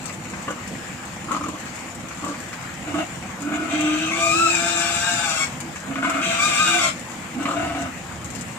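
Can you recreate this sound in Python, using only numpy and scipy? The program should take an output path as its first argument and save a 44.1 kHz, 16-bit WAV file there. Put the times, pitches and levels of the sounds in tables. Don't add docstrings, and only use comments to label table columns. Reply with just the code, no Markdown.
import sys
import numpy as np
from scipy import signal
from scipy.fft import rfft, irfft, next_fast_len
from scipy.io import wavfile
from scipy.ndimage import uniform_filter1d, map_coordinates

SR = 44100
rng = np.random.default_rng(int(sys.argv[2]) if len(sys.argv) > 2 else 0)


def wav_out(sig):
    wavfile.write(sys.argv[1], SR, np.round(np.clip(np.atleast_2d(sig).T, -1, 1) * 32767).astype(np.int16))


N = 378378
TIME = np.arange(N) / SR

# (frequency [Hz], gain [dB])
ECHO_SPECTRUM = [(200, -15), (700, 1.5), (1500, 1.5), (4000, 5.5), (10000, 2.5)]
# (frequency [Hz], left minus right [dB])
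HERD_BALANCE = [(60, -3), (150, -2.5), (380, -2.5), (950, 1), (2380, 3.5), (5980, 11.5), (15000, 13.5)]
GRUNT_BALANCE = [(250, -3.5), (1200, 3.5), (3000, 0), (8000, 13)]
GROWL_BALANCE = [(60, 5), (240, -4), (950, 3.5), (3770, 5), (15000, 34)]
SCREAM_BALANCE = [(60, -2.5), (130, -2.0), (290, -2.5), (640, -1.5), (1410, 4), (3100, 4), (5000, 4),
                  (7300, 24.5), (10000, 15), (14000, 9)]
# (frequency [Hz], correlation [-1 to 1])
HERD_CORRELATION = [(60, 0.84), (150, 0.96), (380, 0.9), (950, 0.4), (2380, -0.0057), (5980, 0.23),
                    (15000, -0.3)]
# (frequency [Hz], relative level [dB])
MUTTER_SPECTRUM = [(13, -61), (22, -33), (75, -7), (155, -3), (190, 0.5), (210, -5), (243, -1.5),
                   (302, -11), (339, -4.5), (381, -19.5), (516, -10), (588, -13.5), (700, -12.5),
                   (910, -29), (1540, -120)]
SNUFFLE_SPECTRUM = [(350, -16), (600, -10), (697, -7.5), (756, 0.5), (832, 0.5), (902, -1), (1170, 0),
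                    (1410, -2), (1880, -1.5), (2440, -3), (3770, -14), (6060, -16), (7240, -6.5),
                    (10000, -24.5), (15500, -28.5)]
CHOMP_SPECTRUM = [(400, -22), (800, 4), (1200, 7.5), (1700, 6), (2400, 10), (3500, -13), (7300, -8),
                  (11000, -34)]
SLURP_SPECTRUM = [(1500, -25), (3000, -12), (4200, 2), (5500, -1), (7200, 2), (9000, -14), (14000, -19)]
BITE_SPECTRUM = [(300, -22), (700, 2), (900, -9), (1400, -12), (2000, 6), (2750, 3), (3600, -6),
                 (7000, -21), (12000, -35)]
HISS_SPECTRUM = [(2600, -43), (3300, -14), (3700, -8), (4250, -5.5), (4800, -6), (5400, -4.5), (6300, -5.5),
                 (6900, -5), (7450, 2.5), (8100, -6.5), (9000, -12), (10000, -20), (11500, -30),
                 (12800, -24), (14200, -24.5), (15200, -42)]
# (time [s], level [dB])
MUTTER_LEVELS = [(0, -36.5), (1.1, -37.5), (2.6, -37), (4, -36.5), (5.7, -36.5), (6.6, -36.5), (7.2, -37.5),
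                 (8.5, -37)]
# (time [s], level before filtering [dB])
SMACKS = [(0.0563, -17.5), (0.238, -30), (0.3, -26), (0.427, -31), (0.506, -25), (0.676, -22.5),
          (1.054, -27), (1.317, -22), (1.4845, -25), (1.6, -25), (1.7574, -26), (1.791, -27),
          (1.9494, -23.5), (2.247, -22), (2.28, -26), (2.4029, -25), (3.42, -23), (3.808, -17.5),
          (5.6035, -17.5), (5.7594, -29), (6.098, -16.5), (6.996, -24), (7.118, -27), (7.429, -25),
          (7.819, -22.5), (8.245, -22.5), (8.303, -24), (8.3509, -20.5), (8.389, -26), (8.411, -22)]
CHOMPS = [(.097, -28), (.335, -26.5), (.75, -30), (1.21, -31), (1.665, -30), (1.88, -31), (2.11, -26.5),
          (2.345, -27.5), (2.53, -26), (3.225, -31), (5.605, -36), (5.661, -37), (5.76, -24)]
# (time [s], duration [s], level [dB])
SLURPS = [(0.063, .035, -43), (0.828, .03, -50), (1.06, .025, -47), (1.33, .04, -46), (1.578, .05, -45),
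          (1.657, .04, -49), (2.26, 0.063, -43.5), (2.517, .015, -45), (8.333, .07, -48)]
RUMBLES = [(2.6, 0.37, -46), (4.3, .12, -45), (7.55, 0.31, -39.5), (8.0, 0.33, -42.5)]
# (frequency [Hz], half-width [Hz], relative gain [dB])
RUMBLE_CHEST = [(86.3, 16, 1), (114.5, 36, -2)]
OINK_SNOUT = [(510, 76, 1.5), (730, 80, -3.5), (1150, 110, 3), (1420, 83, 3), (1680, 64, -4),
              (2850, 180, -11)]
GRUNT_MOUTH = [(550, 120, 7.5), (1160, 135, 14.5), (1800, 200, -5), (2420, 880, -5), (6960, 420, -4)]
GROWL_CHEST = [(205, 27, -1.6), (250.5, 22, -0.6), (291, 31, -1.3)]
GROWL_MOUTH = [(691, 47, 5.5), (1064, 116, -7), (1287, 120, -1), (1437, 63, -5), (2180, 200, -9),
               (2740, 180, -8), (3450, 230, -18), (6930, 870, -24.5)]
WINDUP_MOUTH = [(669, 39, 3.5), (1322, 133, 1.5), (1455, 42, 7), (2190, 48, -0.5), (2460, 120, -5.5),
                (2890, 96, -8), (3330, 290, -17.5), (7000, 930, -23)]
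SCREAM_THROAT = [(679.3, 26, -0.5), (763, 44, -8)]
SCREAM_MOUTH = [(1228, 91, 0), (1372, 23, 3), (1491, 73, 2), (2145, 56, -1.5), (2470, 133, 1.5),
                (2745, 57, 3.5), (3110, 130, -11), (3470, 610, -8.5)]
SCREAM_NOSE = [(1560, 37, -2), (2123, 32, -3), (2558, 83, 6), (2870, 62, -1), (3200, 100, -1.5),
               (6140, 290, -10.5)]
# (time [s], relative ring level [dB], relative bite level [dB])
SNAPS = [(0.481, -19.5, -28), (1.284, -17, -34), (1.31, -13, -29), (1.347, -21, -22), (1.365, -16, -34),
         (1.41, -18, -38), (1.44, -18.5, -36), (2.942, -19, -21), (5.956, -19, -19), (6.023, -25, -23),
         (6.046, -15, -14), (6.07, -18, -22), (6.096, -19, -15), (7.455, -16, -14), (7.697, -24, -22),
         (7.748, -33, -20)]
# (frequency [Hz], gain [dB], time to decay by 60 dB [s])
SNAP_MODES = [(276, -8, 0.047), (1090, -4, 0.048), (1217, -6, 0.047), (1390, -12, .03)]
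# (time [s], duration [s], mouth delay [s], pitch [Hz], relative chest level [dB],
#  relative mouth level [dB])
OINKS = [(0.463, 0.044, 0.003, 284.4, -35, -27.5)]
GROWLS = [(2.857, 0.054, 0, 293.7, -31.5, -35), (2.932, 0.025, 0.0077, 299.6, -26.5, -28),
          (2.969, 0.036, 0.0018, 298, -28.5, -25), (7.322, .015, .015, 250, -32, -50),
          (7.348, 0.085, 0.035, 264, -26, -31.5), (7.45, 0.072, 0.005, 287.7, -29, -33.5),
          (7.545, 0.17, 0.002, 299, -29, -26), (7.735, .13, .002, 269.8, -30.5, -30.5)]
WINDUPS = [(3.406, 0.054, 0.0067, 290, -28.5, -37.5), (3.452, 0.055, 0.009, 288, -26.5, -34),
           (3.505, 0.045, 0.0072, 302.4, -23, -26.5), (3.577, 0.16, 0.00038, 299, -26.5, -30.5),
           (5.872, 0.04, 0.025, 262, -27.5, -33), (5.951, 0.04, 0.002, 267.6, -24.5, -30.5),
           (6.015, 0.085, 0.0008, 278, -26.5, -21), (6.125, 0.095, 0.0002, 273, -27, -24)]
GRUNTS_AND_SWELL = [(1.28, 0.008, 0.0064, 301, -36, -31, 0.92),
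                    (1.308, 0.041, 0.0017, 300.7, -31, -24.5, 1.01), (1.385, .03, 0, 298.8, -31, -36, .98),
                    (1.445, .04, 0, 298.2, -25.5, -32.5, .98),
                    (1.519, 0.03, 0.00099, 294, -31.5, -35.5, 0.97), (2.215, 0.094, 0, 290, -27.5, -32, 1),
                    (7.458, 0.068, 0.002, 288, -50, -25.5, 1.05)]
# (harmonic [number], relative level [dB])
CHEST_HARMONICS = [(1, -1.5), (2, -21), (4, -19), (5, -25), (7, -30), (8, -31)]
FIRST_BRAY_HARMONICS = [(4, -12), (5, -7), (7, -10), (8, -6), (9, -2), (10, -6), (15, -13), (16, -13),
                        (21, -7.5)]
SECOND_BRAY_HARMONICS = [(4, -9), (5, -16), (8, -15), (9, -1), (13, -15), (15, -19), (21, -4), (23, -18)]
SQUEAL_HARMONICS = [(2, 2), (3, -11.5), (4, -24), (5, -19), (6, -13), (7, -29)]
# (time [s], pitch [Hz], level [dB])
CHEST_NOTES = [
    [(3.7, 301.2, -32), (3.75, 305.4, -23), (3.94, 303.6, -21), (4.0, 314, -28), (4.07, 321, -28.5),
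     (4.19, 330.6, -30), (4.43, 336.4, -29), (4.82, 337, -36.5), (5.0, 340, -46.5)],
    [(6.32, 313.4, -47), (6.6, 329.3, -41), (6.76, 336, -29.5), (6.89, 314, -41)],
]
MOAN_NOTES = [
    [(3.69, 690, -37), (3.93, 667, -42), (4.15, 664, -36), (4.19, 666.3, -29.5), (4.4, 682, -33.5),
     (4.8, 684.4, -34), (5.15, 698.3, -35), (5.26, 680, -39), (5.43, 640, -45)],
    [(6.2, 664, -37), (6.31, 665.3, -28), (6.46, 689, -41.5), (6.6, 699, -36), (6.76, 714, -30),
     (6.88, 653, -34)],
]
# (time [s], pitch [Hz])
FIRST_SCREAM_PITCH = [(3.95, 1135), (4.04, 1215), (4.09, 1220), (4.12, 1085), (4.17, 1165), (4.24, 1209),
                      (4.32, 1228), (4.37, 1299), (4.45, 1335), (4.5, 1262), (4.6, 1193), (4.73, 1210),
                      (4.86, 1179), (4.95, 1190), (5.07, 1241), (5.17, 1198), (5.26, 1168), (5.37, 1095),
                      (5.43, 1108)]
SECOND_SCREAM_PITCH = [(6.27, 1165), (6.395, 1145), (6.44, 1211), (6.49, 1221), (6.55, 1172), (6.62, 1243),
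                       (6.69, 1225), (6.76, 1175), (6.83, 1084), (6.9, 1048)]
# (time [s], duration [s], fundamental [dB], overtones [dB])
WHISTLES = [(4.035, .05, -33, -42), (4.11, 0.045, -35, -29.5), (4.2, .165, -23.5, -26.5),
            (4.382, 0.089, -18.5, -28), (4.491, 0.064, -33.5, -24.5), (4.74, 0.052, -35, -30),
            (5.237, 0.028, -46, -30), (5.395, 0.043, -35, -27), (6.389, 0.076, -23.5, -24),
            (6.59, 0.05, -20.5, -24), (6.81, 0.045, -35, -26.5)]
# (start [s], squeal onset [s], bray onset [s], end [s], throat [dB], mouth [dB], hiss [dB],
#  early hiss [dB], nose [dB], squeal fundamental [dB], overtones [dB], bray [dB], roughness [ratio])
SCREAMS = [(3.674, 4.09, 4.46, 5.43, -27.5, -31.5, -29.5, -39.5, -33, -33.5, -25.5, -33, .55),
           (6.199, 6.371, 6.33, 6.875, -28.5, -26.5, -28, -32.5, -31.5, -28.5, -26, -33, .25)]

GRUNT_ATTACK_S, GRUNT_RELEASE_S, GRUNT_FADE_DB_PER_S = 0.017, 0.049, 23
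SCREAM_ATTACK_S, SCREAM_RELEASE_S = 0.036, 0.043
BRAY_CYCLES = 7


def amp(db):
    return np.exp(np.asarray(db) * (np.log(10) / 20))


def unit(x):
    return x / np.sqrt(np.mean(x ** 2) + 1e-20)


def along(points, hz):
    frequencies, values = np.transpose(points)
    return np.interp(np.log(hz + 1), np.log(frequencies + 1), values)


def curves(rows):
    times, *columns = np.transpose(rows)
    return [np.interp(TIME, times, column) for column in columns]


def ramp(start, length):
    return np.clip((TIME - start) / length, 0, 1)


def envelope(start, end, attack, release, fade_db_per_s=0):
    shape, on = np.zeros(N), slice(int(start * SR), int((end + release) * SR))
    age = TIME[on] - start
    rise = np.clip(age / attack, 0, 1)
    fall = np.clip(1 - (TIME[on] - end) / release, 0, 1)
    shape[on] = rise * fall * amp(-fade_db_per_s * age)
    return shape


def wobble(rate):
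    knots = rng.standard_normal(int(N * rate / SR) + 4)
    coarse = TIME[::8]
    return np.interp(TIME, coarse, map_coordinates(knots, [coarse * rate]))


def filtered(x, response):
    size = next_fast_len(N + SR // 4, True)
    gain = response(np.fft.rfftfreq(size, 1 / SR)).astype(np.float32)
    return irfft(rfft(x.astype(np.float32), size) * gain, size)[..., :N]


def coloured(x, spectrum):
    return filtered(x, lambda hz: amp(along(spectrum, hz)))


def steadied(x, span_s):
    return x / np.sqrt(np.abs(uniform_filter1d(x * x, int(span_s * SR))) + np.mean(x * x) / 10)


def panned(pair, balance, colour=np.ones_like):
    def shares(hz):
        lean = amp(along(balance, hz))
        return 2 * colour(hz) * np.array([lean, np.ones_like(lean)]) / (1 + lean)
    return filtered(pair, shares)


def pen(x, balance, left_lead_s=.0001, t60=0.17, echo_db=0):
    size = SR // 4
    window = np.sin(np.pi * np.arange(size) / size)
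    decay = amp(-60 * TIME[:SR // 10] / t60)
    echo = np.zeros((2, N + SR))
    for start in range(0, N, size // 2):
        piece = x[start:start + size]
        tail = rng.standard_normal((2, len(decay))) * decay / np.linalg.norm(decay)
        if np.abs(piece).max() > 1e-5:
            windowed = np.float32([piece * window[:len(piece)]])
            reflected = signal.fftconvolve(windowed, np.float32(tail), axes=1)
            echo[:, start + SR // 300:][:, :reflected.shape[1]] += reflected
    direct = np.array([x, np.interp(TIME - left_lead_s, TIME, x)])
    pair = direct + amp(echo_db) * coloured(echo[:, :N], ECHO_SPECTRUM)
    offset_echo_power = lambda hz: (1 + amp(echo_db + along(ECHO_SPECTRUM, hz)) ** 2 / 2) ** -.5
    return panned(pair, balance, offset_echo_power)


def bursts(rows, t60):
    out, t = np.zeros(N + SR), TIME[:SR // 10]
    for start, db in rows:
        out[int(start * SR):][:len(t)] += amp(db - 60 * t / t60) * rng.standard_normal(len(t))
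    return out[:N]


def flutter(rate, scatter, life, leak, spread_db):
    cycles = np.cumsum(rate * np.exp(scatter * wobble(rate))) / SR
    flap = cycles.astype(int)
    strength = amp(spread_db * rng.standard_normal(flap[-1] + 1))[flap]
    puffs = strength * np.exp(-(cycles % 1) / life)
    return unit((puffs + leak) * rng.standard_normal(N))


def tract(x, modes, stretch=1):
    def response(hz):
        return sum(amp(db) * (2j * hz * width / (centre ** 2 - hz ** 2 + 2j * hz * width)) ** 2
                   for centre, width, db in modes)
    clock = np.cumsum(stretch * np.ones(N)) / SR
    warped = np.interp(TIME, clock, x)
    ring = irfft(response(np.fft.rfftfreq(SR // 8, 1 / SR)))
    return np.interp(clock, TIME, signal.oaconvolve(warped, ring)[:N])


def phase_of(pitch, jitter, rate):
    return 2 * np.pi * np.cumsum(pitch * (1 + jitter * wobble(rate))) / SR


def partials(phase, harmonics):
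    angle = (phase % (2 * np.pi)).astype(np.float32)
    return np.sqrt(2) * sum(float(amp(db)) * np.sin(round(k) * angle) for k, db in harmonics)


def hum(pitch, harmonics, jitter, shimmer_db=3.0):
    return amp(shimmer_db * wobble(60)) * partials(phase_of(pitch, jitter, rate=140), harmonics)


def crowd(spectrum, patchy_db):
    noise = signal.stft(rng.standard_normal((2, N)), nperseg=512)[2]
    patches = uniform_filter1d(rng.standard_normal(noise.shape[1:]), size=5, axis=0)
    patches = uniform_filter1d(patches, size=14, axis=1)
    pair = signal.istft(noise * amp(patchy_db * unit(patches)), nperseg=512)[1][:, :N]

    def mid_and_side(hz):
        angle = np.arccos(np.clip(along(HERD_CORRELATION, hz), -1, 1)) / 2
        return amp(along(spectrum, hz)) * [np.cos(angle), np.sin(angle)]
    mid, side = filtered(pair, mid_and_side)
    return panned(np.array([mid + side, mid - side]) / np.std(mid), HERD_BALANCE)


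def herd(snuffle_db=-39):
    mutter_db, = curves(MUTTER_LEVELS)
    mutter = amp(mutter_db + 0.52 * wobble(11)) * crowd(MUTTER_SPECTRUM, patchy_db=1.5)
    snuffle = amp(snuffle_db + 0.87 * wobble(14)) * crowd(SNUFFLE_SPECTRUM, patchy_db=2.0)
    return mutter + snuffle


def feeding(chew_count=300):
    when, strength = rng.random((chew_count, 2)).T
    chews = zip(when * N / SR, -42 + 9 * strength ** 3)
    wet = coloured(bursts(chews, t60=0.014),
                   [(300, -28), (1000, -4), (2300, 13.5), (4500, -1.5), (7300, 13.5), (11000, -11)])
    wet += coloured(bursts(SMACKS, t60=0.024),
                    [(500, -8), (2000, -4), (5000, -8.5), (7400, 5.5), (10500, -15), (15000, -19.5)])
    wet += coloured(bursts(CHOMPS, t60=0.054), CHOMP_SPECTRUM)
    suction = sum(amp(db) * envelope(start, start + length, attack=.01, release=.025)
                  for start, length, db in SLURPS)
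    air = flutter(rate=170, scatter=.4, life=0.32, leak=.1, spread_db=5)
    wet += suction * unit(coloured(air, SLURP_SPECTRUM))
    return pen(wet, HERD_BALANCE, t60=0.086, echo_db=-2.5)


def whimper(start=3.22, length=0.012, pitch_hz=750, sag_hz_per_s=190, level_db=-35):
    shape = envelope(start, start + length, GRUNT_ATTACK_S, GRUNT_RELEASE_S)
    pitch = pitch_hz - sag_hz_per_s * (TIME - start) * (shape > 0)
    return amp(level_db) * shape * hum(pitch, [(1, 0.5), (2, -8), (3, -6)], jitter=0.039)


def rumbles():
    level = sum(amp(db) * envelope(start, start + length, GRUNT_ATTACK_S, GRUNT_RELEASE_S)
                for start, length, db in RUMBLES)
    air = flutter(rate=25, scatter=0.18, life=0.3, leak=.2, spread_db=1.5)
    return panned(level * unit(tract(air, RUMBLE_CHEST)), HERD_BALANCE)


def closure(depth_db, length_s):
    shut = sum((TIME > snap - length_s) & (TIME < snap) for snap, *_ in SNAPS)
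    return amp(depth_db * uniform_filter1d(shut.astype(float), SR // 500))


def snaps(detune=0.04, rise_s=0.00078):
    rings, t = np.zeros(N + SR), TIME[:SR // 10]
    onset = 1 - np.exp(-t / rise_s)
    for start, ring_db, _ in SNAPS:
        for hz, db, t60 in SNAP_MODES:
            phase = 2 * np.pi * (hz * (1 + detune * rng.normal()) * t + rng.random())
            rings[int(start * SR):][:len(t)] += amp(ring_db + db - 60 * t / t60) * np.sin(phase) * onset
    bites = bursts([(start, db) for start, _, db in SNAPS], t60=0.032)
    return rings[:N] + coloured(bites, BITE_SPECTRUM)


def grunts_and_growls(voiced_share=0.81):
    rattle = flutter(rate=38, scatter=.2, life=0.34, leak=0.26, spread_db=2)
    all_calls = [*GRUNTS_AND_SWELL, *OINKS, *GROWLS, *WINDUPS]
    pitch, = curves(sorted((start + length / 2, hz) for start, length, _, hz, *_ in all_calls))
    groan = unit(np.sin(phase_of(pitch, jitter=0.06, rate=130)) * amp(2.8 * wobble(90)))
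    chest_noise = unit(steadied(tract(rattle, GROWL_CHEST), span_s=0.039))
    chest = np.sqrt(voiced_share) * groan + np.sqrt(1 - voiced_share) * chest_noise
    opening = closure(depth_db=-6, length_s=0.013)
    shape = lambda start, end: envelope(start, end, GRUNT_ATTACK_S, GRUNT_RELEASE_S, GRUNT_FADE_DB_PER_S)

    def voice(calls, modes, air, chest_trim_db, mouth_trim_db, stretch=1):
        chest_gain, mouth_gain = np.zeros((2, N))
        for start, length, delay, _, chest_db, mouth_db, *_ in calls:
            chest_gain += amp(chest_db + chest_trim_db) * shape(start, start + length)
            mouth_gain += amp(mouth_db + mouth_trim_db) * shape(start + delay, start + length)
        mouth = unit(steadied(tract(air, modes, stretch), span_s=0.036))
        return chest_gain * chest + opening * mouth_gain * mouth

    leaky_rattle = flutter(rate=44, scatter=.2, life=.5, leak=.55, spread_db=0)
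    growls = voice(WINDUPS, WINDUP_MOUTH, leaky_rattle, chest_trim_db=-2, mouth_trim_db=0)
    growls += voice(GROWLS, GROWL_MOUTH, leaky_rattle, chest_trim_db=-0.5, mouth_trim_db=0.14)
    gape, = curves([(row[0], row[-1]) for row in GRUNTS_AND_SWELL])
    throaty = voice(GRUNTS_AND_SWELL, GRUNT_MOUTH, rattle,
                    chest_trim_db=-3.5, mouth_trim_db=0.5, stretch=gape)
    throaty += voice(OINKS, OINK_SNOUT, rattle, chest_trim_db=-1, mouth_trim_db=-0.5)
    return (pen(growls, GROWL_BALANCE, t60=0.13, echo_db=-1.5)
            + pen(throaty + snaps(), GRUNT_BALANCE, t60=0.093, echo_db=-4.5))


def held_note(notes, harmonics, jitter):
    pitch, db = curves([*notes[0], *notes[1]])
    gate = sum(envelope(rows[0][0], rows[-1][0], SCREAM_ATTACK_S, SCREAM_RELEASE_S) for rows in notes)
    return gate * amp(db) * hum(pitch, harmonics, jitter, shimmer_db=1.3)


def undertone(pitch, start=5.17, length=0.15, level_db=-34):
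    swell = envelope(start, start + length, SCREAM_ATTACK_S, SCREAM_RELEASE_S)
    return amp(level_db) * swell * hum(pitch / BRAY_CYCLES, [(5, 0)], jitter=.01)


def chopped(air, pitch, memory):
    return air + sum(memory ** k * np.interp(TIME - k / pitch, TIME, air) for k in (1, 2))


def rasp(pitch, jaw, throat, mouth, nose, hiss, rest_pitch_hz=1159):
    throat_stretch = 0.99 + 0.08 * jaw
    mouth_stretch = (pitch / rest_pitch_hz) ** 0.45
    air = flutter(rate=200, scatter=.2, life=0.7, leak=0.78, spread_db=4)
    sound = throat * amp(-11) * unit(steadied(tract(air, SCREAM_THROAT, throat_stretch), span_s=0.012))
    sound += mouth * unit(tract(air, SCREAM_MOUTH, mouth_stretch))
    sound += nose * unit(tract(air, SCREAM_NOSE))
    ragged_pitch = pitch * amp(.3 * wobble(45))
    return sound + hiss * unit(coloured(chopped(air, ragged_pitch, memory=.55), HISS_SPECTRUM))


def squeal(pitch, fundamental_gain, overtone_gain, roughness, jitter=.009, shimmer_db=1.4):
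    looseness = np.interp(fundamental_gain, amp([-36, -24]), [1.45, .65])
    phase = phase_of(pitch, jitter * looseness, rate=330)
    overtones = partials(phase, SQUEAL_HARMONICS) * (1 + roughness * wobble(420)) / np.hypot(1, roughness)
    tone = fundamental_gain * np.sqrt(2) * np.sin(phase) + overtone_gain * overtones
    return tone * unit(amp(shimmer_db * wobble(170)))


def screams(waver=.004, break_share=0.11, whistle_share=.35):
    pitch, = curves([*FIRST_SCREAM_PITCH, *SECOND_SCREAM_PITCH])
    pitch *= 1 + waver * wobble(30)
    throat, mouth, nose, hiss, fundamental, overtones, jaw, roughness = np.zeros((8, N))
    bray = np.zeros(N)
    for row, harmonics in zip(SCREAMS, (FIRST_BRAY_HARMONICS, SECOND_BRAY_HARMONICS)):
        start, squeal_on, bray_on, end, throat_db, mouth_db, hiss_db, early_hiss_db, nose_db = row[:9]
        fundamental_db, overtones_db, bray_db, rough_depth = row[9:]
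        held = lambda onset, fade=0: envelope(onset, end, SCREAM_ATTACK_S, SCREAM_RELEASE_S, fade)
        broken = ramp(squeal_on, break_share * (end - squeal_on))
        throat += amp(throat_db) * held(start, fade=5.5)
        mouth += amp(mouth_db) * held(start, fade=-0.5)
        hiss += amp(early_hiss_db + (hiss_db - early_hiss_db) * broken) * held(start)
        nose += amp(nose_db) * held(start) * (1 - broken)
        fundamental += amp(fundamental_db) * held(squeal_on, fade=15)
        overtones += amp(overtones_db) * broken * held(squeal_on, fade=13)
        roughness += rough_depth * held(start)
        jaw += ramp(squeal_on, end - squeal_on) * held(start)
        braying = envelope(bray_on, end, attack=0.11, release=SCREAM_RELEASE_S)
        bray += amp(bray_db) * braying * hum(pitch / BRAY_CYCLES, harmonics, jitter=.016)
    for start, length, fundamental_db, overtones_db in WHISTLES:
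        caught = envelope(start, start + length, attack=0.011, release=0.015)
        mouth *= 1 - whistle_share * caught
        fundamental = np.maximum(fundamental, amp(fundamental_db) * caught)
        overtones = np.maximum(overtones, amp(overtones_db) * caught)
    hoarse = rasp(pitch, jaw, throat, mouth, nose, hiss) + bray
    hoarse += held_note(CHEST_NOTES, CHEST_HARMONICS, jitter=0.0111)
    hoarse += held_note(MOAN_NOTES, [(1, 0)], jitter=.011)
    body = pen(hoarse, SCREAM_BALANCE, left_lead_s=.00009)
    cry = squeal(pitch, fundamental, overtones, roughness) + undertone(pitch)
    return body + pen(cry, SCREAM_BALANCE, left_lead_s=0.00012, echo_db=-5.5)


def scene():
    return screams() + grunts_and_growls() + rumbles() + whimper() + herd() + feeding()


def record(dry, cutoff_hz=15500):
    return filtered(dry, lambda hz: hz < cutoff_hz)


dry = scene()
out = record(dry)
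wav_out(out)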